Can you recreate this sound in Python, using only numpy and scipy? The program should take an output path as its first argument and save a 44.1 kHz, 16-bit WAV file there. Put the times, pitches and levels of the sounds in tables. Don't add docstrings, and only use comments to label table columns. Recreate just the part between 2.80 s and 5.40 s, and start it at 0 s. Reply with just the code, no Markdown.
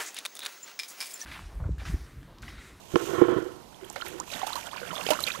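import sys
import numpy as np
from scipy import signal
from scipy.fft import rfft, irfft
from scipy.io import wavfile
from scipy.ndimage import uniform_filter1d

SR = 44100
rng = np.random.default_rng(int(sys.argv[2]) if len(sys.argv) > 2 else 0)


def file_out(sig):
    cols = np.atleast_2d(sig).T
    lim = np.clip(cols, -1, 1)
    pcm = np.round(lim * 32767).astype(np.int16)
    wavfile.write(sys.argv[1], SR, pcm)


def ratio(d):
    e = np.asarray(d, float) / 20
    return 10 ** e


N = 114660


def evened(x):
    return x / np.sqrt(np.mean(x ** 2) + 1e-20)


def curve(table, col=1):
    rows = np.array(table)
    return np.interp(np.arange(N) / SR, rows[:, 0], rows[:, col])


def coloured(x, points):
    f, db = np.transpose(points)
    hz = np.fft.rfftfreq(N, 1 / SR)
    gain = ratio(np.interp(np.log(hz + 1), np.log(f), db))
    return evened(irfft(rfft(x) * gain, N))


def smoothed_chance(shape, hz):
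    size = max(int(SR / hz), 2)
    once = uniform_filter1d(rng.standard_normal(shape), size)
    return evened(uniform_filter1d(once, size))


def lumps(hz):
    return smoothed_chance(N, hz)


def add(mix, s, sound):
    part = mix[round(s * SR):][:len(sound)]
    part += sound[:len(part)]


# (frequency [Hz], density [dB per Hz])
CIRCUIT_SPECTRUM = [(20, -31), (100, -2.5), (400, -13.5), (1200, -24), (3000, -27), (8000, -30),
                    (15000, -35.5)]
# (time [s], gain [dB])
CIRCUIT_SWELLS = [
    (.32, 4.5),
    (.72, 6),
    (1.329, 3),
    (1.5, 5),
    (2.39, 5.5),
    (.42, -5.5),
]
# (frequency [Hz], level [dB rms])
HUM_TONES = [
    (60, -56),
    (90.3, -64.5),
    (120.2, -78),
    (480.7, -66.5),
    (5024.7, -84),
]


def circuit(waver_db=3.0, swell_s=0.039):
    t = np.arange(N) / SR
    swell_db = sum(db * np.exp(-((t - s) / swell_s) ** 2) for s, db in CIRCUIT_SWELLS)
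    hum = np.zeros(N)
    for hz, db in HUM_TONES:
        level = ratio(db - 7.5 + waver_db * lumps(hz=5.4))
        hum += level * np.sin(2 * np.pi * (hz * t + rng.random()))
    noise = coloured(rng.standard_normal(N), CIRCUIT_SPECTRUM) * ratio(-59.5)
    return (noise + hum) * ratio(swell_db)


# (frequency [Hz], density [dB per Hz])
AIR_SPECTRUM = [(20, -8.5), (60, 0), (500, -4.5), (1000, -2.5), (1600, -22.5), (4000, -17.5),
                (15000, -26.5)]


def air(level_db=-48.5):
    return coloured(rng.standard_normal(N), AIR_SPECTRUM) * ratio(level_db + .6 * lumps(hz=8))


# (time [s], spray
# level [dB], slosh level over spray [dB])
STIRRING = [(0.0, -64.5, -3), (.12, -50.5, -15), (.27, -43, -12), (.4, -48.5, -19), (.42, -54, -2),
            (.88, -69.5, 5), (1.14, -57, -2), (1.27, -50, -0.5), (1.46, -57, -5), (1.54, -43, 2),
            (1.63, -51, 2), (1.75, -43.5, -4.5), (1.9, -51.5, 3.5), (2.13, -54, 11), (2.3, -42, 1),
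            (2.36, -46.5, 2), (2.45, -41, -6.5), (2.6, -49, 2.5)]
# (frequency [Hz], density [dB per Hz])
SPRAY_SPECTRUM = [(400, 0), (1500, -6.5), (3000, 5), (4600, -5.5), (6500, 2), (10000, -8), (15000, -6)]


def spray(level_db=5.5, flicker_db=3.0, calm_db=-13):
    hiss = coloured(rng.standard_normal(N), SPRAY_SPECTRUM)
    choppy = np.clip(1.5 - curve(STIRRING, col=2) / calm_db, .15, 1)
    return hiss * ratio(curve(STIRRING) + level_db + flicker_db * choppy * lumps(hz=147))


def bubble(hz, cycles, rise, onset=0.24, ragged=0.37):
    u = np.arange(0, 1.2, hz / max(cycles, 2) / SR / 2)[:4000]
    pitch_wobble, loud_wobble = smoothed_chance((2, 4000), hz / 2)[:, :len(u)]
    shape = (1 - np.exp(-u * cycles / onset * 2)) * np.exp(-4.5 * u)
    pitch = hz * (1 + rise * u * (.4 + u)) * (1 + 0.13 * ragged * pitch_wobble)
    turns = np.cumsum(pitch) / SR
    return shape / shape.max() * (1 + ragged * loud_wobble) * np.sin(2 * np.pi * turns)


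def swarm(per_s, low_hz, high_hz, cycles, spread_db, cap=3, clump_db=3.0):
    out, kinds = np.zeros(N), 24
    size = ratio(spread_db * np.minimum(rng.exponential(1, N), cap))
    size = size * (rng.random(N) < per_s / SR)
    kind = rng.integers(0, kinds, N)
    for k, hz in enumerate(np.geomspace(low_hz, high_hz, kinds)):
        grain = bubble(hz, cycles * rng.uniform(0.44, 1.75), rng.uniform(0, 0.45), onset=1.0)
        out += signal.oaconvolve(size * (kind == k), grain)[:N]
    return evened(out * ratio(clump_db * lumps(hz=37.0)))


# (time [s], level [dB], decay [s], brightness [dB])
WATER_SLAPS = [
    (1.16, -28, 0.023, -11),
    (1.257, -46, 0.051, 8),
    (1.502, -52, 0.016, 5),
    (1.667, -43.5, 0.064, 9),
    (1.755, -47.5, 0.032, 14),
    (2.266, -31.5, 0.0045, -3),
    (2.306, -21, 0.074, -7.5),
    (2.466, -42.5, 0.15, 4.5),
]


def slosh(gurgle_db=2.0, crackle_db=3.5, fizz_db=-3.5, sheet_db=-3):
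    stir = ratio(curve(STIRRING) + curve(STIRRING, col=2))
    low, high, t = np.zeros(N), np.zeros(N), np.arange(5000) / SR
    for s, db, decay_s, bright_db in WATER_SLAPS:
        burst = ratio(db - 30 * t / decay_s) * np.minimum(t / 0.00021, 1)
        add(low, s, burst)
        add(high, s, burst * ratio(bright_db))
    gurgle = ratio(gurgle_db) * swarm(700, 520, 1500, cycles=6, spread_db=3.8, cap=2.5)
    crackle = ratio(crackle_db) * swarm(900, 1300, 4600, cycles=9, spread_db=4.6, cap=2.6)
    fizz = ratio(fizz_db) * swarm(4000, 4400, 14500, cycles=12, spread_db=3.8)
    sheet = ratio(sheet_db) * coloured(rng.standard_normal(N), SPRAY_SPECTRUM) * high
    return (stir + low) * gurgle + (stir + high) * (crackle + fizz) + sheet


def mud(level_db=-4):
    heave = swarm(250, 150, 450, cycles=3, spread_db=2.5)
    return ratio(curve(STIRRING) + curve(STIRRING, col=2) + level_db) * heave


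def resonate(x, hz, width):
    r = np.exp(-np.pi * width / SR)
    return 2 * signal.lfilter([1 - r], [1, -r * np.exp(2j * np.pi * hz / SR)], x).real


# (frequency [Hz], width [Hz], level [dB])
CASE_MODES = [(154, 87, -9), (231.5, 57.5, -10), (353.5, 51, 4), (465, 51.6, -2.5), (600, 80, -13),
              (792, 94, -12), (1075, 158, -5), (1310, 225, -6), (1650, 160, -19.5), (2100, 130, -28.5),
              (3020, 260, -19)]
# (time [s], level [dB], scrape brightness [dB])
HAND_RUB = [(0.0, -102, -21), (.13, -61, 14), (.2, -43.5, 6), (.24, -38.5, -5.5), (.27, -39, -3),
            (.32, -29, -1), (.38, -33, 2.5), (.46, -35, 1.5), (.588, -29.5, -2.5), (.594, -39.5, 2.5),
            (.665, -42.5, -2.5), (.8, -53, -1), (.88, -71, -9), (1.0, -79, -3), (1.03, -45.5, -17),
            (1.08, -67, 3), (1.35, -44.5, -7.5), (1.44, -50.5, 3), (1.47, -82, -5)]


def rub(lumpy_db=2.17, level_db=3.5):
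    slips = rng.standard_normal(N)
    slips *= 1 + 3.5 * (rng.random(N) < 400 / SR)
    slips *= ratio(lumpy_db * lumps(hz=42.6))
    bright = ratio(curve(HAND_RUB, col=2))
    body = np.zeros(N)
    for k, (hz, width, db) in enumerate(CASE_MODES):
        mode = evened(resonate(resonate(slips, hz, 3 * width), hz, width))
        body += ratio(db) * mode * (bright if k > 3 else 1)
    return ratio(curve(HAND_RUB) + level_db) * body


# (time [s], peak [dB], brightness [dB per octave], push [ms])
CASE_KNOCKS = [(.138, -15, -10.5, 7.2), (.151, -16, -6.5, 5), (.1575, -5.5, 4.5, 0.92), (.415, 0, 0, 4.7),
               (.447, -17, 4, 5), (0.483, -10.5, 2, 2.4), (.522, -19, -5.5, 4), (.537, -22, 5.5, 4),
               (.564, -12.5, -4, 2.2), (.58, -14.5, -5, 5), (.233, -23, -5, 3.1), (.282, -22, 1.5, 5.2),
               (.33, -21, 0, 2.8), (0.381, -18, -1, 4.7), (.621, -22.5, -1, 4), (.661, -22.5, 1, 4),
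               (0.763, -32.5, -3, 4), (2.588, -31, -14, 5.1)]


def knocks(damp=1.64):
    out, t = np.zeros(N), np.arange(2600) / SR
    for s, db, bright_db, push_ms in CASE_KNOCKS:
        ding = np.zeros(len(t))
        for hz, width, mode_db in CASE_MODES:
            level = ratio(mode_db + 6 + bright_db * np.log2(hz / 350))
            decay = np.exp(-np.pi * width * damp * t / 2)
            ding += level * decay * np.sin(2 * np.pi * hz * t + rng.uniform(0, 1.0))
        ding *= 1 - np.exp(-1000 * t / push_ms)
        add(out, s, ratio(db) * ding / abs(ding).max())
    return out


# (time [s], peak [dB], low edge [Hz], high edge [Hz])
FILM_SNAPS = [(.1575, -21.5, 1500, 5340), (.4155, -31, 704, 1400), (1.0483, -34.5, 6000, 14000),
              (1.1026, -37, 9000, 15000), (1.127, -33, 8000, 15500), (1.1575, -30, 2500, 9000),
              (1.162, -25.5, 496, 2980), (1.179, -33, 500, 4000), (1.251, -32, 4000, 14000),
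              (1.2632, -32, 4000, 14300), (1.2827, -23.5, 9000, 16000), (1.4995, -40, 4500, 8900),
              (1.5361, -34, 4000, 9000), (1.6676, -32, 4000, 12000), (1.754, -27, 4000, 14000),
              (1.8674, -28, 4000, 8900), (1.913, -38, 1500, 5000), (1.93, -36, 4000, 9000),
              (2.2661, -16.5, 400, 4960), (2.288, -17, 2000, 4500), (2.305, -12.5, 3000, 14000),
              (2.3342, -13, 500, 6040), (2.396, -26, 2500, 9000), (2.4043, -17.5, 2000, 15000),
              (2.429, -21, 10000, 15800), (2.4385, -20, 8000, 15500), (2.467, -23, 5000, 10000)]


def snaps(decay_s=0.00083, tail_s=0.012, tail_db=-16):
    out, t = np.zeros(N), np.arange(900) / SR
    crack = np.exp(-t / decay_s) * np.minimum(t / decay_s, 1)
    shape = crack + ratio(tail_db) * np.exp(-t / tail_s)
    for s, db, low_hz, high_hz in FILM_SNAPS:
        band = signal.butter(2, [low_hz, high_hz], "band", fs=SR, output="sos")
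        snap = signal.sosfilt(band, rng.standard_normal(900) * shape)
        add(out, s, ratio(db) * snap / abs(snap).max())
    return out


# (time [s], peak [dB], pitch [Hz])
DROPLETS = [(0.9443, -40.5, 3330), (1.044, -35, 3110), (1.1623, -28.5, 2100), (1.2127, -24, 2990),
            (1.2192, -24.5, 4100), (1.263, -27.5, 2210), (1.502, -30.5, 2580), (1.516, -24.5, 3760),
            (1.538, -24, 3820), (1.6657, -25.5, 3510), (1.731, -19.5, 3870), (1.7552, -24.5, 4050),
            (1.8297, -32, 2420), (1.869, -28.5, 3110), (1.9126, -28, 3260), (1.9792, -27.5, 2510),
            (2.0885, -34, 2310), (2.112, -25, 3000), (2.155, -24.5, 3340), (2.18, -24, 3220),
            (2.211, -23, 2700), (2.2373, -26, 4430), (2.162, -22, 3500), (2.314, -22, 2770),
            (2.518, -21, 3580), (2.2644, -17.5, 3110), (2.2753, -25, 2430), (2.308, -22, 2680),
            (2.4381, -12.5, 3880), (2.465, -30, 2420), (2.467, -26, 3620), (2.474, -19.5, 2420),
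            (2.5034, -17.5, 2380)]


def droplets(level_db=-2.0):
    out = np.zeros(N)
    for s, db, hz in DROPLETS:
        add(out, s, ratio(db + level_db) * bubble(hz, 20.5, 0.099, onset=0.83))
    return out


# (time [s], peak [dB], pitch [Hz])
TICKS = [
    (1.1, -26, 6920),
    (1.6, -33, 6600),
    (1.4, -21, 6450),
    (3.7, -24, 4000),
]


def ticks():
    out = np.zeros(N)
    for s, db, hz in TICKS:
        add(out, s, ratio(db) * bubble(hz, 25.7, 0.17, ragged=0.86))
    return out


# (time [s], peak [dB], pitch [Hz], length [cycles])
LARGE_BUBBLES = [(1.104, -39, 785, 5.6), (1.161, -31, 541, 14.5), (1.202, -33, 1330, 16),
                 (1.222, -25, 1390, 15), (1.251, -39.5, 944, 16), (1.478, -37, 1000, 7.8),
                 (1.557, -32, 660, 10), (1.616, -27, 1045, 9), (1.631, -18, 738, 12), (1.669, -27, 796, 16),
                 (1.704, -29.5, 890, 7.6), (1.755, -25.5, 1096, 27), (1.932, -29.5, 1016, 10.4),
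                 (1.961, -30.5, 923, 9), (1.775, -30, 875, 23), (1.857, -39, 1280, 12),
                 (1.87, -35.5, 930, 12), (2.016, -32, 483.5, 21.7), (2.031, -27.5, 1440, 9.6),
                 (2.106, -27.5, 1300, 14), (2.114, -31, 1050, 12), (2.128, -32.5, 630, 14.5),
                 (2.167, -33, 1193, 16), (2.195, -33.5, 600, 8), (2.215, -27, 1100, 11),
                 (2.233, -35, 950, 20), (2.41, -29, 1090, 8.6), (2.478, -35.5, 504, 8),
                 (2.493, -39, 1510, 8), (2.576, -34.5, 545, 5.7), (2.265, -28, 408, 3),
                 (2.289, -23.5, 712, 6), (2.305, -16, 600, 19), (2.39, -23, 1225, 7.2)]


def glugs(level_db=3.5):
    out = np.zeros(N)
    for s, db, hz, cycles in LARGE_BUBBLES:
        add(out, s, ratio(db + level_db) * bubble(hz, cycles, rise=0.22))
    return out


# (time [s], peak [dB], pitch [Hz], length [cycles], pitch rise [share])
LONG_SQUELCHES = [
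    (1.397, -30, 836, 25, 2),
    (1.673, -35, 980, 18, 2.4),
    (1.722, -27.5, 950, 22, 1.1),
    (2.546, -26.5, 1000, 19, .7),
    (2.312, -26, 290, 7.7, .05),
    (2.128, -25.5, 900, 20, 0.95),
    (2.318, -21, 950, 37.6, 0.255),
]


def squelches():
    out = np.zeros(N)
    for s, db, hz, cycles, rise in LONG_SQUELCHES:
        add(out, s, ratio(db) * bubble(hz, cycles, rise, onset=1.5))
    return out


def scene():
    left = circuit()
    right = rub() + slosh() + spray() + air() + knocks() + snaps()
    right += glugs() + squelches() + droplets() + ticks() + mud()
    return np.array([left, right])


def band_limit(x):
    return signal.sosfilt(signal.butter(12, 15900, fs=SR, output="sos"), x)


def record(dry):
    low_pass = signal.firwin(511, 14640, window=("kaiser", 9), fs=SR)
    mix = signal.oaconvolve(dry, low_pass[None], "same")
    return band_limit(mix)


dry = scene()
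out = record(dry)
file_out(out)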